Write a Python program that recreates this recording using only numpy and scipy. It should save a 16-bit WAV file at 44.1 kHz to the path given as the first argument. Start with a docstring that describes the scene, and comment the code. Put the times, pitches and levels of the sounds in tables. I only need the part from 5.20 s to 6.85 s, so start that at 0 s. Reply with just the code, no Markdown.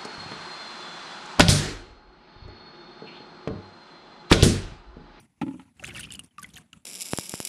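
"""Outdoors in a garden, a hand lifts a root out of a plastic tub of water. Knocks make the tub boom,
water runs off in bubbles and spray, and single drops plop back. Faint high tones die away at the start.
Struck things and bubbles are dying tones; hum, hiss, slosh and spray are filtered noise.
The recorder's noise gate turns everything down, hum and hiss of the garden too, when the water is quiet."""
import sys
import numpy as np
from scipy import signal
from scipy.io import wavfile
from scipy.ndimage import uniform_filter1d, minimum_filter1d

SR = 44100
rng = np.random.default_rng(int(sys.argv[2]) if len(sys.argv) > 2 else 0)


def master_out(mix):
    """Clip the mix to full scale and print it as 16-bit PCM to the path in sys.argv[1]."""
    frames = np.transpose(np.atleast_2d(mix))
    ceiling = np.clip(frames, -1, 1)
    pcm = np.round(ceiling * 32767).astype(np.int16)
    wavfile.write(sys.argv[1], SR, pcm)


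def gain_from_db(level_db):
    """Turn a decibel level (scalar or array-like) into a linear amplitude factor."""
    decades = np.asarray(level_db, float) / 20
    return 10 ** decades


N = 72765  # length in samples, 1.65 s


def rms_one(x):
    """Scales a sound to an average (rms) strength of 1."""
    return x / np.sqrt(np.mean(x ** 2) + 1e-20)


def band(x, low_hz, high_hz):
    """Keeps the part of a sound between two frequencies."""
    edges = [low_hz, min(high_hz, 0.45 * SR)]
    return signal.sosfilt(signal.butter(2, edges, "band", fs=SR, output="sos"), x)


def narrow_band(x, low_hz, high_hz):
    """The same band filter twice, for steeper sides."""
    return band(band(x, low_hz, high_hz), low_hz, high_hz)


def ring(clicks, hz, t60):
    """A resonator: a click of height 1 sets a dying sine of height 1 ringing."""
    r, w = gain_from_db(-60 / (t60 * SR)), 2 * np.pi * hz / SR
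    return signal.lfilter([0, np.sin(w)], [1, -2 * r * np.cos(w), r * r], clicks + 1e-18)


def add(out, s, piece):
    """Mixes a short sound into a longer one, starting at s seconds."""
    i = int(s * SR)
    out[i:i + len(piece)] += piece[:N - i]


def dying(t60, rise_s):
    """Times and loudness curve: a short rise, then a fall of 60 dB in t60 seconds."""
    t = np.arange(int(max(t60, 0.004) * SR)) / SR
    return t, (1 - np.exp(-t / rise_s)) * gain_from_db(-60 * t / max(t60, 0.004))


def drift(rate):
    """Smoothed noise of rms 1 that wanders at about this rate in Hz."""
    r = np.exp(-2 * np.pi * rate / SR)
    noise = rng.standard_normal(N + 8000)
    return rms_one(signal.lfilter([1], [1, -2 * r, r * r], noise)[8000:])


def in_time(rows):
    """Joins (time, level) points into a gain curve, silent outside them."""
    s, db = np.transpose(rows)
    return gain_from_db(np.interp(np.arange(N) / SR, s, db, -120, -120))


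# tone colour of the garden's hum and hiss, before its overall level is set: (f/Hz, level/dB)
GARDEN_SPECTRUM = [(28, -28), (60, 2), (110, 2.5), (250, 3.5), (330, -8), (420, -19), (800, -12.5),
                   (1500, -18.5), (2600, -16), (3300, -22.5), (5000, -28), (9000, -22), (15500, -42.5)]
GARDEN_DB, GARDEN_FLICKER_DB = -56.5, 3.5


def garden():
    """Hum and hiss: third-octave bands of noise, each flickering a little."""
    edges = 28 * 2 ** np.arange(0, 9.3, 1 / 3)
    white = rng.standard_normal((2, N + 4000))
    hz, db = np.transpose(GARDEN_SPECTRUM)
    flicker = [drift(17.3) for _ in range(4)]
    out = np.zeros(N)
    for k, (low, high) in enumerate(zip(edges, edges[1:])):
        middle = np.log(low * high) / 2
        level_db = np.interp(middle, np.log(hz), db) + GARDEN_FLICKER_DB * flicker[k % 4]
        out += gain_from_db(level_db) * band(white[k % 2], low, high)[4000:]  # skip the filter's start
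    return gain_from_db(GARDEN_DB) * rms_one(out)


def crickets():
    """A thin, steady band of high hiss, perhaps insects."""
    return gain_from_db(-73.5) * rms_one(narrow_band(rng.standard_normal(N), 10100, 11000))


# faint high tones at the start: (starting f/Hz, level/dB relative to HIGH_TONES_DB, t60/s)
HIGH_TONES = [(4700, -1, 0.094), (5814, 8.5, 0.058), (9335, 10, 0.086), (10200, 10, 0.014),
              (12000, 7, 0.098)]
HIGH_TONES_DB = -66
HIGH_TONES_CLIMB = 0.035  # share by which the pitch climbs over the t60


def high_tones():
    """Faint high tones die away at the start, climbing slightly in pitch."""
    out = np.zeros(N)
    for hz, db, t60 in HIGH_TONES:
        t, shape = dying(t60, 1 / SR)
        tone = np.sin(2 * np.pi * hz * (t + HIGH_TONES_CLIMB * t ** 2 / (2 * t60)))
        add(out, 0, gain_from_db(HIGH_TONES_DB + db) * shape * tone)
    return out


def grains(per_s, cycles, span_hz):
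    """Clumped random clicks dealt to 20 small resonators that die within so many cycles; rms 1."""
    sizes = gain_from_db(3.9 * np.minimum(rng.exponential(1, N), 4)) * rng.choice([-1, 1], N)
    born = rng.random(N) < per_s * gain_from_db(4 * drift(30)) / SR
    dealt = rng.integers(0, 20, N)
    out = np.zeros(N)
    for k, hz in enumerate(np.geomspace(*span_hz, 20)):
        out += ring(sizes * born * (dealt == k), hz, cycles / hz)
    return rms_one(out)


# rise and fall of the water running off hand and root: (t/s, level/dB)
RUNOFF_FLOW = [(0.561, -61), (0.65, -51), (0.778, -48), (0.816, -49.5), (0.866, -54.5), (0.959, -58),
               (1.016, -108), (1.206, -60.5), (1.302, -61), (1.416, -67), (1.44, -56)]
# rise and fall of the slosh of the whole body of water: (t/s, level/dB)
SLOSH_FLOW = [(.56, -61.5), (.66, -43.5), (.8, -49.5), (1.05, -57), (1.08, -100), (1.18, -63), (1.23, -53),
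              (1.41, -57), (1.45, -63)]


def runoff():
    """Bubbles and fizz, both crowds of tiny rings, share one flow; low noise is the slosh below them."""
    bubbles = gain_from_db(-4.5) * grains(1300, 13, (1360, 3560))
    fizz = gain_from_db(-8) * grains(2000, 14, (4200, 14200))
    slosh = rms_one(band(rng.standard_normal(N), 57.3, 207.4)) * gain_from_db(2.2 * drift(27))
    return in_time(RUNOFF_FLOW) * (bubbles + fizz) + in_time(SLOSH_FLOW) * slosh


# bursts of spray: (t/s, level/dB, centre f/Hz, t60/s)
SPRAY_BURSTS = [(.553, -49, 9800, 0.027), (0.569, -51, 7640, 0.079), (0.593, -46, 6600, 0.018),
                (.638, -28, 6500, 0.018), (0.639, -32, 9850, 0.013), (0.648, -37, 9650, 0.027),
                (0.6517, -32, 6900, 0.02), (0.6664, -30.5, 7600, 0.025), (0.673, -34, 9350, 0.018),
                (0.6767, -34, 7700, 0.023), (0.6841, -37.5, 5440, 0.024), (0.688, -33, 9200, 0.017),
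                (0.74, -42, 10300, 0.05), (.755, -39, 8300, 0.03), (0.76, -35.5, 4900, 0.021),
                (0.764, -32, 10200, 0.017), (0.7718, -35.5, 9940, 0.05), (0.784, -42, 5300, 0.024),
                (0.7928, -25.5, 8420, 0.038), (0.799, -26.5, 9900, 0.026), (0.805, -33.5, 10000, 0.041),
                (0.8065, -37, 6240, 0.017), (0.827, -34, 9600, 0.015), (0.835, -32, 9300, 0.013),
                (.839, -30, 9800, 0.013), (0.9041, -33.5, 5100, 0.016), (0.9159, -24, 9400, 0.0065),
                (0.9213, -21, 7680, 0.011), (0.929, -35.5, 9500, 0.034), (0.936, -31, 9500, 0.03),
                (0.9518, -33.5, 7250, 0.026), (0.954, -32, 4700, .02), (0.9925, -25.5, 9070, 0.023),
                (1.036, -38.5, 8400, 0.017), (1.044, -41, 9600, 0.033), (1.06, -44, 6240, 0.019),
                (1.182, -39.5, 10100, 0.016), (1.191, -40, 5330, 0.023), (1.194, -42, 7260, 0.03),
                (1.217, -35.5, 11300, 0.02), (1.229, -33, 9200, .02), (1.227, -27, 12300, 0.0085),
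                (1.2308, -38.5, 6600, 0.042), (1.2307, -23.5, 9500, 0.0084), (1.26, -44.5, 10900, 0.039),
                (1.289, -46, 8900, 0.042), (1.304, -42.5, 10600, 0.025), (1.3357, -35.5, 6200, 0.029),
                (1.34, -41.5, 4200, 0.024), (1.3563, -37, 6700, 0.027), (1.366, -33.5, 12100, 0.019),
                (1.374, -36.5, 10900, 0.023), (1.379, -37, 6650, 0.02), (1.3797, -47, 8400, 0.081),
                (1.5293, -37, 6620, 0.02), (1.619, -46.5, 7860, 0.013)]
SPRAY_OCTAVES, SPRAY_BROAD_DB = 0.5, 0  # width of the strong band; level of the wide hiss around it


def sprays():
    """Short dying hisses, each strongest round its centre."""
    out, noise = np.zeros(N), rng.standard_normal(N + SR)
    for s, db, hz, t60 in SPRAY_BURSTS:
        shape, i = dying(t60, 0.00079)[1], int(s * SR)
        white = noise[i:i + len(shape)]
        half_width = 2 ** (SPRAY_OCTAVES / 2)
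        core = rms_one(narrow_band(white, hz / half_width, hz * half_width))
        broad = gain_from_db(SPRAY_BROAD_DB) * band(white, 1970, 20800)
        add(out, s, gain_from_db(db - 7.5) * shape * (core + broad))  # 7.5 dB leaves room for the noise's peaks
    return out


# bubbles bursting at the churned surface: (t/s, level/dB, starting f/Hz, t60/s)
BUBBLE_BURSTS = [(0.341, -41, 834, 0.024), (0.626, -42, 1190, 0.038), (0.637, -23.5, 1390, 0.019),
                 (0.643, -18, 2274, 0.015), (0.645, -40, 3340, 0.032), (0.649, -40, 1240, 0.02),
                 (0.652, -41, 3000, 0.035), (0.674, -29.5, 2490, 0.024), (.677, -51.5, 1260, 0.061),
                 (0.7039, -28.5, 2234, 0.024), (0.714, -52.5, 1550, 0.11), (0.757, -30, 1280, 0.018),
                 (0.764, -26, 2320, 0.014), (0.768, -33.5, 1245, 0.024), (0.7795, -29, 3000, 0.022),
                 (0.806, -36, 2616, 0.036), (0.8308, -24, 2770, 0.016), (0.833, -36, 2120, 0.0215),
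                 (0.838, -29.5, 2436, 0.025), (.847, -39, 2575, 0.041), (1.299, -40, 3000, 0.015),
                 (1.34, -45.5, 3200, 0.025), (1.359, -38, 2833, 0.026), (1.367, -35.5, 3370, 0.015),
                 (1.373, -27.5, 2460, 0.011), (1.382, -34, 1420, 0.016)]
BURST_RISE_S, BURST_CLIMB = 0.002, 0.644  # swell; share by which the pitch climbs over the t60
BURST_ROUGH, BURST_SPLASH_DB = 0.7, -12  # raggedness of the tone; noise thrown with it


def bursts():
    """A neck of water opens: a ragged tone swells, climbs and dies amid a little splash."""
    out, ragged, noise = np.zeros(N), drift(410), rng.standard_normal(N)
    for s, db, hz, t60 in BUBBLE_BURSTS:
        t, shape = dying(t60, BURST_RISE_S)
        near = slice(int(s * SR), int(s * SR) + len(t))
        tone = np.sin(2 * np.pi * hz * (t + BURST_CLIMB * t ** 2 / (2 * t60)))
        tone = tone * (1 + BURST_ROUGH * ragged[near])
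        splash = gain_from_db(BURST_SPLASH_DB) * rms_one(band(noise[near], hz * 0.8, hz * 1.6))
        swell = 2 * t / (t + BURST_RISE_S)
        add(out, s, gain_from_db(db) * shape * swell * (tone + splash))
    return out


# drops heard one by one: (t/s, level/dB, f/Hz, t60/s)
SINGLE_DROPS = [(.3985, -61, 1860, 0.071), (0.596, -37, 2594, 0.031), (.598, -51, 750, 0.15),
                (.626, -38.5, 574, 0.044), (.68, -46.5, 765, 0.088), (.682, -45, 353, 0.23),
                (0.689, -37.5, 2850, 0.048), (0.6939, -33.5, 2100, 0.035), (.735, -49, 555, 0.19),
                (0.7485, -28, 2660, 0.012), (0.7543, -33, 2624, 0.088), (0.7629, -36.5, 2240, 0.11),
                (0.781, -35.5, 1790, 0.07), (0.7943, -33.5, 1440, 0.029), (0.853, -45, 4850, 0.023),
                (0.8885, -44.5, 2420, 0.041), (0.905, -34.5, 2870, 0.06), (0.922, -38.5, 3340, 0.032),
                (0.928, -46.5, 2650, 0.16), (0.9482, -33.5, 2857, 0.052), (0.9926, -29.5, 2704, 0.036),
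                (1.087, -55, 2970, 0.018), (1.109, -51.5, 2900, 0.036), (1.1815, -39, 2490, 0.015),
                (1.1824, -38, 1670, 0.0083), (1.1829, -31.5, 1155, 0.077), (1.227, -38.5, 1474, 0.066),
                (1.2439, -32, 1976, 0.04), (1.2431, -36.5, 3000, 0.016), (1.308, -54, 2920, .03),
                (1.355, -57.5, 725, 0.29), (1.368, -35.5, 1737, 0.018), (1.5308, -30.5, 2620, 0.0096),
                (1.535, -44, 1274, 0.026)]
DROP_RISE_S, DROP_TICK_DB = 0.0004, -11.5
DROP_GLIDE = 0.064  # share the pitch climbs over the t60 at 3 kHz, less for big (low) bubbles
DROP_SETTLE, DROP_SETTLE_S = 0.12, 0.0032  # pitch starts high by this share; time to settle
# wobble at 3 kHz; time it takes to set in; share of it that the pitch follows
DROP_ROUGH, DROP_STEADY_S, DROP_WAVER = 0.55, 0.006, 0.07


def drops():
    """A tick, then the trapped bubble: a dying sine that settles, climbs in pitch and starts to wobble."""
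    out, wobble = np.zeros(N), drift(220)
    pitch_wobble = wobble[::-1]  # played backwards, so pitch and loudness wobble apart
    tick = rms_one(band(rng.standard_normal(N), 1190, 3100))
    for s, db, hz, t60 in SINGLE_DROPS:
        t, shape = dying(t60, DROP_RISE_S)
        near = slice(int(s * SR), int(s * SR) + len(t))
        small = (hz / 3000) ** 2  # small bubbles sound high
        pitch = hz * (1 + DROP_GLIDE * small * t / t60 + DROP_SETTLE * np.exp(-t / DROP_SETTLE_S))
        rough = DROP_ROUGH * small * (1 - np.exp(-(t / DROP_STEADY_S) ** 2))
        pitch = pitch * (1 + DROP_WAVER * rough * pitch_wobble[near])
        tone = np.sin(2 * np.pi * np.cumsum(pitch) / SR) * (1 + rough * wobble[near])
        dying_tick = gain_from_db(DROP_TICK_DB - 60 * t / 0.0097) * tick[near]
        add(out, s, gain_from_db(db) * (shape * tone + dying_tick))
    return out


# knocks on the tub: (t/s, push level/dB, slap level/dB)
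TUB_KNOCKS = [(0.214, -21.5, -29.5), (0.219, -20.5, -36.5), (0.226, -42.5, -61), (0.232, -18, -63),
              (0.256, -31.5, -70), (0.265, -28, -49.5), (0.271, -28, -83), (0.28, -24, -43.5),
              (0.2875, -28.5, -95), (0.309, -32.5, -52), (0.34, -31, -72), (0.356, -34.5, -86),
              (0.39, -38, -68), (0.395, -37, -45), (0.417, -57, -55.5), (0.453, -48, -56),
              (0.479, -66, -59)]
# tones of the tub wall: (f/Hz, level/dB, t60/s)
TUB_TONES = [(107.4, -14, 0.097), (188, -15.5, 0.12), (275, -21, 0.17), (271.3, -3, 0.11),
             (302.9, -10.5, 0.138), (410, -23, 0.039), (561, -10.5, 0.032), (865.5, -15, 0.09),
             (960, -10, 0.026), (1370, -11.5, 0.019)]
PUSH_HZ = (122, 450)  # band of the soft push
SLAP_T60_S, SLAP_HZ = 0.05, (675, 3000)
SLAP_TOP_DB, SLAP_RINGS_DB = -18.5, -19.5  # white noise in the slap; how much the slap rings the wall


def tub():
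    """Soft pushes and noisy slaps of water ring the tones of the wall; the slaps are heard directly too."""
    pushes, slaps = np.zeros(N), np.zeros(N)
    noise = rng.standard_normal(N)
    for s, push_db, slap_db in TUB_KNOCKS:
        pushes[int(s * SR)] = gain_from_db(push_db)
        add(slaps, s, gain_from_db(slap_db) * dying(SLAP_T60_S, 0.00041)[1])
    slaps = slaps * (rms_one(narrow_band(noise, *SLAP_HZ)) + gain_from_db(SLAP_TOP_DB) * noise)
    drive = band(pushes, *PUSH_HZ) + gain_from_db(SLAP_RINGS_DB) * slaps
    return slaps + sum(gain_from_db(db) * ring(drive, hz, t60) for hz, db, t60 in TUB_TONES)


def scene():
    """All the layers together, in one channel."""
    background = garden() + crickets() + high_tones()
    water = runoff() + sprays() + bursts() + drops()
    return (background + water + tub())[None]


GATE_KEY_HZ, GATE_SENSE_S = 560, 0.0093  # the gate listens above this pitch, averaging over this time
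GATE_OPEN_DB, GATE_SLOPE, GATE_DEPTH_DB = -50, 1, 12.5  # threshold; dB down per dB below it; most it turns down
GATE_HOLD_S, GATE_FALL_DB_PER_S, GATE_MOVE_S = 0.03, 895, 0.0006
GATE_START_DB = -40  # level the gate takes as heard just before the start


def gate(x):
    """Gain follows the held level of the upper sound: open above a threshold, turned down below it."""
    key = signal.sosfilt(signal.butter(2, GATE_KEY_HZ, "high", fs=SR, output="sos"), x)
    sense, hold = int(GATE_SENSE_S * SR), int(GATE_HOLD_S * SR)
    power = uniform_filter1d(key ** 2, sense, origin=int(GATE_SENSE_S * SR / 4))  # mostly the past
    level = 10 * np.log10(power + 1e-12)
    start = np.maximum(level[:hold // 2], GATE_START_DB)
    level = np.concatenate([np.full(hold, GATE_START_DB), start, level[hold // 2:]])
    # highest level within the past hold time, which then may only fall so fast
    held = -minimum_filter1d(-level, hold, origin=(hold - 1) // 2)[hold:]
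    fall = GATE_FALL_DB_PER_S * np.arange(N) / SR
    held = np.maximum.accumulate(held + fall) - fall
    gain_db = np.clip(GATE_SLOPE * (held - GATE_OPEN_DB), -GATE_DEPTH_DB, 0)
    r = np.exp(-1 / (GATE_MOVE_S * SR))
    return x * gain_from_db(signal.lfilter([1 - r], [1, -r], gain_db))


def band_limit(x):
    """A steep low-pass at the top of the band."""
    return signal.sosfilt(signal.butter(12, 15800, fs=SR, output="sos"), x)


def record(dry):
    """Microphone with little deep bass and a step down in the top treble, noise gate, faint hiss, top cut."""
    x = signal.sosfilt(signal.butter(2, 41, "high", fs=SR, output="sos"), dry[0])
    body = signal.sosfiltfilt(signal.butter(6, 11300, fs=SR, output="sos"), x)
    top = gain_from_db(-10.5) * (x - body)
    hiss = gain_from_db(-87) * rms_one(band(rng.standard_normal(N), 3000, 12000))  # the recorder's own, after the gate
    x = gate(body + top) + hiss
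    x = signal.sosfilt(signal.cheby2(12, 70, 16500, fs=SR, output="sos"), x)
    return band_limit(x[None])


dry = scene()
out = record(dry)
master_out(out)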